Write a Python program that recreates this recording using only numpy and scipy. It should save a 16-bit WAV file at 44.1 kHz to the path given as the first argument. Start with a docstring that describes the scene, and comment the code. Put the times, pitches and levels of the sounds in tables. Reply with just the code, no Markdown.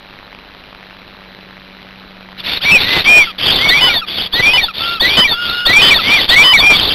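"""Two black storks greet each other on their nest with wheezy squeals that rise, flip up twice and fall back.
Their voice boxes whistle, and air hisses through their throats between and under the notes.
Behind them the forest rustles, something drones far away and the mains electricity buzzes faintly.
The birds overload a nest microphone: it distorts lopsidedly, and it samples so slowly
that high overtones fold down to lower pitches."""
import sys
import numpy as np
from scipy import signal
from scipy.fft import rfft, irfft
from scipy.io import wavfile
from scipy.ndimage import uniform_filter1d, map_coordinates

SR = 44100
rng = np.random.default_rng(int(sys.argv[2]) if len(sys.argv) > 2 else 0)


def output_pcm(signal):
    """Save a mono or channel-first signal as 16-bit PCM at the path in sys.argv[1].

    Samples are clipped to [-1, 1] before scaling.
    """
    pcm = np.clip(np.atleast_2d(signal).T, -1, 1) * 32767
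    wavfile.write(sys.argv[1], SR, np.round(pcm).astype(np.int16))


N = 306054
TIME = np.arange(N) / SR
PROGRESS = np.linspace(0, 1, num=61)  # from the start of a note to its end
MIC_RATE_HZ = 8000


def gain(db):
    """Turn decibels into a factor to multiply by."""
    return 10 ** (np.asarray(db) / 20)


def normalise(x):
    """Scale a signal to an average power of 1."""
    return x / np.sqrt(np.mean(x ** 2))


def phase(hz):
    """The angle that a vibration has reached as its pitch moves."""
    return 2 * np.pi * np.cumsum(hz) / SR


def sine(hz):
    """A pure tone with an average power of 1."""
    return np.sqrt(2) * np.sin(phase(hz))


def gain_at(spectrum, hz):
    """Look up gains in a table of (frequency [Hz], level [dB])."""
    freqs, db = np.transpose(spectrum)
    return gain(np.interp(np.log(hz + 1), np.log(freqs), db))


def wobble(rate):
    """A smooth random wander of about 1 that changes about `rate` times a second."""
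    points = rng.standard_normal(N // 4)
    return normalise(map_coordinates(points, [TIME * rate], order=2, mode="wrap"))


def noise_band(centre_hz, width_hz):
    """A hiss gathered around a pitch that may move."""
    gentle = signal.butter(1, width_hz / 2, fs=SR, output="sos")
    steep = signal.butter(2, min(2 * width_hz, SR / 3), fs=SR, output="sos")
    a, b = signal.sosfilt(np.vstack([gentle, steep]), rng.standard_normal((2, N)))
    angle = phase(centre_hz * np.ones(N))
    return normalise(a * np.cos(angle) + b * np.sin(angle))


# Tone colour of leaves and distant air: (frequency [Hz], relative level [dB])
RUSTLE_COLOUR = [(20, 6), (60, -2), (200, -1.5), (1000, -3.5), (2000, -4.5), (3000, -5.5), (4000, 1)]
def forest_rustle(level_db):
    """Leaves and air make an even noise that barely swells."""
    lowpass = signal.butter(10, MIC_RATE_HZ / 2, fs=SR, output="sos")
    noise = signal.sosfilt(lowpass, rng.standard_normal(N))
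    leaves = irfft(rfft(noise) * gain_at(RUSTLE_COLOUR, np.fft.rfftfreq(N, 1 / SR)), N)
    return normalise(leaves) * gain(level_db + 0.22 * wobble(11))


# How loud the drone is: (time [s], level [dB])
DRONE_SWELL = [(0, -55), (.55, -54), (.8, -51.5), (1.35, -48.5), (2.3, -45), (6.9, -52)]
def far_drone(pitch_hz):
    """One low, distant tone swells and slowly sinks."""
    level_db = np.interp(TIME, *np.transpose(DRONE_SWELL))
    return gain(level_db) * sine(pitch_hz + 1.03 * wobble(5.4))


# Sizzles in each mains cycle: (place [share of cycle], width [share of cycle], level [dB])
SIZZLE_BURSTS = [(0.459, 0.039, -33.5), (0.954, 0.028, -34.5)]
# Steady electrical hum and whine: (pitch [Hz], level [dB])
HUM_TONES = [(48.4, -56), (249.5, -59.5), (571.9, -60), (3875, -55), (3994, -52)]
def mains_buzz(mains_hz, flicker_db):
    """Mains electricity leaks into the microphone line: a hum, and a sizzle in each half cycle."""
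    bursts = np.zeros(N)
    for place, width, db in SIZZLE_BURSTS:
        distance = (TIME * mains_hz - place + .5) % 1 - .5
        bursts += gain(db) * np.exp(-.5 * (distance / width) ** 2)
    sizzle = bursts * noise_band(1700, width_hz=3300) * gain(flicker_db * wobble(100))
    hum = sum(gain(db) * sine(hz + .5 * wobble(3.24)) for hz, db in HUM_TONES)
    return sizzle + hum


# Pushes of air through the storks' throats: (start [s], swell [s], fade [s], strength [dB])
BREATH_PUSHES = [ (2.372, 0.018, 0.022, -24.5), (2.430, 0.095, 0.062, -16.5), (2.606, .024, 0.25, -18.5),
                 (2.762, 0.045, 0.084, -13.5), (2.863, 0.1, 0.067, -11.5), (3.038, 0.0083, 0.068, -14.5),
                 (3.089, 0.11, 0.12, -20), (3.378, 0.14, 0.15, -9.5), (3.600, 0.27, 0.14, -15),
                 (4.06, 0.17, 0.045, -16.5), (4.313, 0.16, .240, -17.5), (4.733, 0.13, 0.12, -17),
                 (4.995, 0.16, 0.047, -13), (5.170, 0.063, 0.17, -21), (5.390, 0.12, 0.14, -18.5),
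                 (5.65, 0.059, 0.24, -15.5), (5.778, 0.095, 0.1, -8.5), (5.960, 0.26, 0.044, -11),
                 (6.274, 0.067, 0.17, -10), (6.510, 0.044, 0.17, -16), (6.700, 0.05, 1, -10.5)]
def airflow(lag_s=0.01):
    """Each push swells and fades; overlapping pushes add up, and the air follows a little late."""
    power = np.zeros(N)
    for start, swell, fade, db in BREATH_PUSHES:
        on = (TIME > start) & (TIME < start + swell + fade)
        age = TIME[on] - start
        push = np.sin(np.pi / 2 * np.interp(age, [0, swell, swell + fade], [0, 1, 0]))
        softness = np.where(age < swell, 0.32, 0.93)  # smaller is more abrupt
        power[on] += (gain(db) * push ** softness) ** 2
    carry_over = np.exp(-1 / (lag_s * SR))
    return signal.lfilter([1 - carry_over], [1, -carry_over], np.sqrt(power))


# How the throat rings in a wheeze: (time [s], sharp ring [Hz], lower hiss against that ring [dB])
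WHEEZE_SHAPE = [(2.5, 3702, -5), (2.97, 3632, -5.5), (3.4, 3332, -6.5), (3.551, 3515, -13.5),
                (4.202, 3474, -10), (4.901, 3549, -11.5), (6.198, 3484, -10), (6.901, 3486, -15)]
def wheeze(sputter_db, high_db):
    """Sputtering air makes the throat ring sharply, with a broad hiss below and another above."""
    times, ring_hz, low_db = np.transpose(WHEEZE_SHAPE)
    # the narrow opening trembles, so the ring wanders
    ring = noise_band(np.interp(TIME, times, ring_hz) + 130 * wobble(45), width_hz=252)
    low = gain(np.interp(TIME, times, low_db)) * noise_band(2650, width_hz=900)
    high = gain(high_db) * noise_band(7800, width_hz=1220)
    sputter = gain(sputter_db * wobble(260) + 1.07 * wobble(55))
    return normalise(ring + low + high) * airflow() * sputter


# How the throat lifts or weakens each part of a squeal: (frequency [Hz], boost [dB])
THROAT_COLOUR = [(1100, -5.5), (1400, -11.5), (1750, -13.5), (2000, 0), (2400, -1.5), (2800, -13),
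                 (3100, 5.5), (3550, 15.5), (3800, 3), (4100, -6), (4800, -15), (5300, -15), (6100, -9),
                 (6800, -19), (7600, -19), (8900, -1.5)]
def voice_box(notes, overtone_db, rasp_db, jitter, shimmer_db, fade_s):
    """Whistle each note (times, pitches, efforts): a tone and two overtones, shaped by the throat."""
    waver = 1 + jitter * wobble(700) + 0.0049 * wobble(110)
    flutter = gain(shimmer_db * wobble(400) + 1.47 * wobble(70))
    rasp = gain(rasp_db + 6.4 * wobble(40)) * noise_band(7600, width_hz=1640)
    rasp *= (airflow() / gain(-15.5)) ** 0.66  # hoarser when more air leaks past
    harmonic = np.arange(1, 4)[:, None]
    voice = np.zeros(N)
    for times, hz, effort_db in notes:
        on = (TIME > times[0]) & (TIME < times[-1])
        t = TIME[on]
        pitch = np.interp(t, times, hz)
        strengths = gain_at(THROAT_COLOUR, harmonic * pitch) * gain(overtone_db * (harmonic - 1) ** 2)
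        tone = np.sqrt(2) * np.sum(strengths * np.sin(harmonic * phase(pitch * waver[on])), axis=0)
        hoarseness = rasp[on] * np.linalg.norm(strengths, axis=0)
        fade = np.clip(np.minimum(t - times[0], times[-1] - t) / fade_s, 0, 1)
        voice[on] += (tone + hoarseness) * fade * gain(np.interp(t, times, effort_db))
    return voice * flutter


# Soft, level peeps: (start [s], length [s], highest pitch [Hz], effort [dB])
SOFT_PEEPS = [(3.844, 0.083, 1450, -13), (4.796, .195, 1391, -13), (5.320, .2, 1421, -12.5),
              (5.480, 0.22, 1440, -11.5)]
# Short sighs: (start [s], length [s], effort [dB])
FALLING_SIGHS = [(3.269, 0.05, -16), (4.015, 0.038, -13.5), (4.682, 0.034, -14), (5.988, 0.0313, -8.5)]
def soft_notes():
    """Peeps droop at both ends; sighs slide down and fade as the pressure runs out."""
    droop = np.abs(2 * PROGRESS - 1) ** 2.76
    for start, length, hz, db in SOFT_PEEPS:
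        yield start + length * PROGRESS, hz - 115.4 * droop, db - 9.5 * droop
    sigh_hz = np.interp(PROGRESS, [0, 1], [1410, 1183])
    for start, length, db in FALLING_SIGHS:
        yield start + length * PROGRESS, sigh_hz, db - 14.5 * PROGRESS


# Squeals in one arch: (start [s], rise [s], fall [s], first pitch [Hz], crest pitch [Hz],
# last pitch [Hz], effort [dB], effort lost at the ends [dB], bluntness [1 pointed, 3 flat-topped])
ARCHES = [ (2.604, .044, .016, 1251, 1845, 1880, -26, 2.2, 1.6),
          (2.642, 0.059, 0.029, 2080, 2330, 2400, -9, 18, 3.1),
          (2.708, 0.014, 0.076, 2520, 2618, 2112, 2.5, 31, 1.82),
          (2.800, 0.15, 0.069, 1719, 2057, 1850, -18.5, 12, 1.7),
          (3.048, 0.088, 0.12, 2120, 2448, 1998, -1, 27.6, 3.24),
          (3.585, .090, 0.063, 1880, 2244, 2060, -14.5, 12, 1.7),
          (3.719, 0.039, 0.041, 2135, 2300, 1990, -11.5, 23, 2.1),
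          (6.012, 0.13, 0.086, 1920, 2420, 1690, -8.5, 23.5, 1.25),
          (6.598, .082, 0.089, 2174, 2417, 2136, -2.5, 28, 2.54)]
def arched_notes():
    """Pitch and effort rise to a crest; then the effort falls away, and usually the pitch too."""
    for start, rise, fall, first_hz, crest_hz, last_hz, db, lost_db, bluntness in ARCHES:
        age = (rise + fall) * PROGRESS
        slack = np.interp(age, [0, rise, rise + fall], [1, 0, 1]) ** bluntness
        end_hz = np.where(age < rise, first_hz, last_hz)
        effort_db = db - lost_db * slack ** 1.19  # effort holds a little longer than pitch
        yield start + age, crest_hz + (end_hz - crest_hz) * slack, effort_db


def bend(points):
    """A smooth curve through a note's first, halfway and last value."""
    return np.polyval(np.polyfit([0, .5, 1], points, 2), PROGRESS)


# Squeals that flip: (start [s], five note lengths [s], five efforts [dB], middle and top retuning [Hz])
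FLIPS = [ (3.678, (.072, 0.058, 0.086, 0.043, .074), (-15.5, -16, -12, -19.5, -18.5), (12.4, -38.5)),
         (4.324, (0.1, 0.11, 0.042, .035, 0.062), (-21, -11.5, -10, -13, -20), (45, -55.5)),
         (4.995, (0.083, 0.091, 0.074, 0.032, .090), (-18, -18, -12, -14, -19), (4.3, 6.4)),
         (5.651, (0.078, .087, 0.091, 0.032, 0.052), (-14.5, -6, -12.5, -5.5, -13), (10.3, 10.7)),
         (6.286, (0.075, 0.075, 0.1, 0.036, .058), (-15, -4, -10.5, -6, -12.5), (-67.5, -15))]
# The five notes they share: (first, halfway and last pitch [Hz], first, halfway and last effort [dB])
FLIP_NOTES = [ ((1745, 1915, 2022), (-9.5, 4.5, -5.5)), ((2235, 2365, 2519), (-4, 1.4, -1.5)),
              ((2969.5, 3065, 2966.5), (4.5, -1, 1.5)), ((2430, 2315, 2215), (2.5, 0.67, -6.5)),
              ((1949.5, 1785.5, 1629), (1, -4, -16.5))]
def flipping_notes(scoop_hz=256.9, scoop_db=4, scoop_s=.008):
    """Each squeal slides in from below, then the voice jumps: low, middle, top, middle, low."""
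    for onset, lengths, efforts, (middle_hz, top_hz) in FLIPS:
        shifts_hz = (0, middle_hz, top_hz, middle_hz, 0)
        start = onset
        for length, effort, shift, (hz, db) in zip(lengths, efforts, shifts_hz, FLIP_NOTES):
            times = start + length * PROGRESS
            scoop = np.exp(-(times - onset) / scoop_s)
            yield times, bend(hz) + shift - scoop_hz * scoop, bend(db) + effort - scoop_db * scoop
            start = times[-1]


def scene():
    """Both birds close to the microphone, the forest behind."""
    flipping = voice_box(flipping_notes(), overtone_db=-3, rasp_db=-19,
                         jitter=0.0069, shimmer_db=0.3, fade_s=0.0016)
    arched = voice_box(arched_notes(), overtone_db=-2, rasp_db=-17.5,
                       jitter=0.01143, shimmer_db=0.8, fade_s=0.002)
    soft = voice_box(soft_notes(), overtone_db=-4.5, rasp_db=-35.5,
                     jitter=0.018, shimmer_db=0.5, fade_s=0.0023)
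    breath = wheeze(sputter_db=0.76, high_db=-16)
    storks = gain(1.5) * flipping + gain(-0.24) * arched + gain(0.4) * soft + gain(-0.44) * breath
    forest = forest_rustle(level_db=-42.5) + far_drone(pitch_hz=187.8)
    return (forest + mains_buzz(mains_hz=50, flicker_db=1.6) + storks)[None]


def round_peaks(x, ceiling, sharpness):
    """Squash a wave so that it stays under the ceiling."""
    return x / (1 + np.abs(x / ceiling) ** sharpness) ** (1 / sharpness)


def nest_microphone(sound, skew, knee):
    """Slow sampling folds overtones down; overload favours downward swings, which adds rumble."""
    count = round(N * MIC_RATE_HZ / SR)
    slow = map_coordinates(sound, [np.arange(count) * N / count], order=3, mode="nearest")
    lopsided = slow - skew * (np.hypot(slow, knee) - knee)
    squashed = round_peaks(lopsided, ceiling=1, sharpness=4)
    return signal.sosfilt(signal.butter(1, 14, "high", fs=MIC_RATE_HZ, output="sos"), squashed)


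# The filter that smooths the slow samples: (frequency [Hz], boost [dB])
PLAYBACK_FILTER = [(2000, 2.5), (3000, 1.5), (4000, -4.5), (5000, -11), (6000, -23.5), (6600, -36.5),
                   (8000, -75), (10000, -33.5), (11000, -26), (12000, -25.5), (13000, -30), (14000, -39),
                   (15500, -69)]
def playback(slow):
    """Imperfect smoothing lets mirror images of the sound into the treble; loud peaks are clipped."""
    hz = np.fft.rfftfreq(N, 1 / SR)
    mirrored = np.fft.fft(slow)[np.arange(len(hz)) % len(slow)] * N / len(slow)
    smoothed = irfft(mirrored * gain_at(PLAYBACK_FILTER, hz), N)
    return round_peaks(smoothed, ceiling=np.where(smoothed > 0, .93, .86), sharpness=24)


def record(dry):
    """The sound passes through microphone and playback, and a fine fizz rides on the loud parts."""
    played = playback(nest_microphone(dry[0], skew=0.81, knee=0.52))
    power = uniform_filter1d(played ** 2, size=600)
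    fizz = gain(-24.5) * power * rng.standard_normal(N)
    treble_cut = signal.ellip(12, .2, 90, 15700, fs=SR, output="sos")
    return signal.sosfilt(treble_cut, played + fizz)[None]


dry = scene()
out = record(dry)
output_pcm(out)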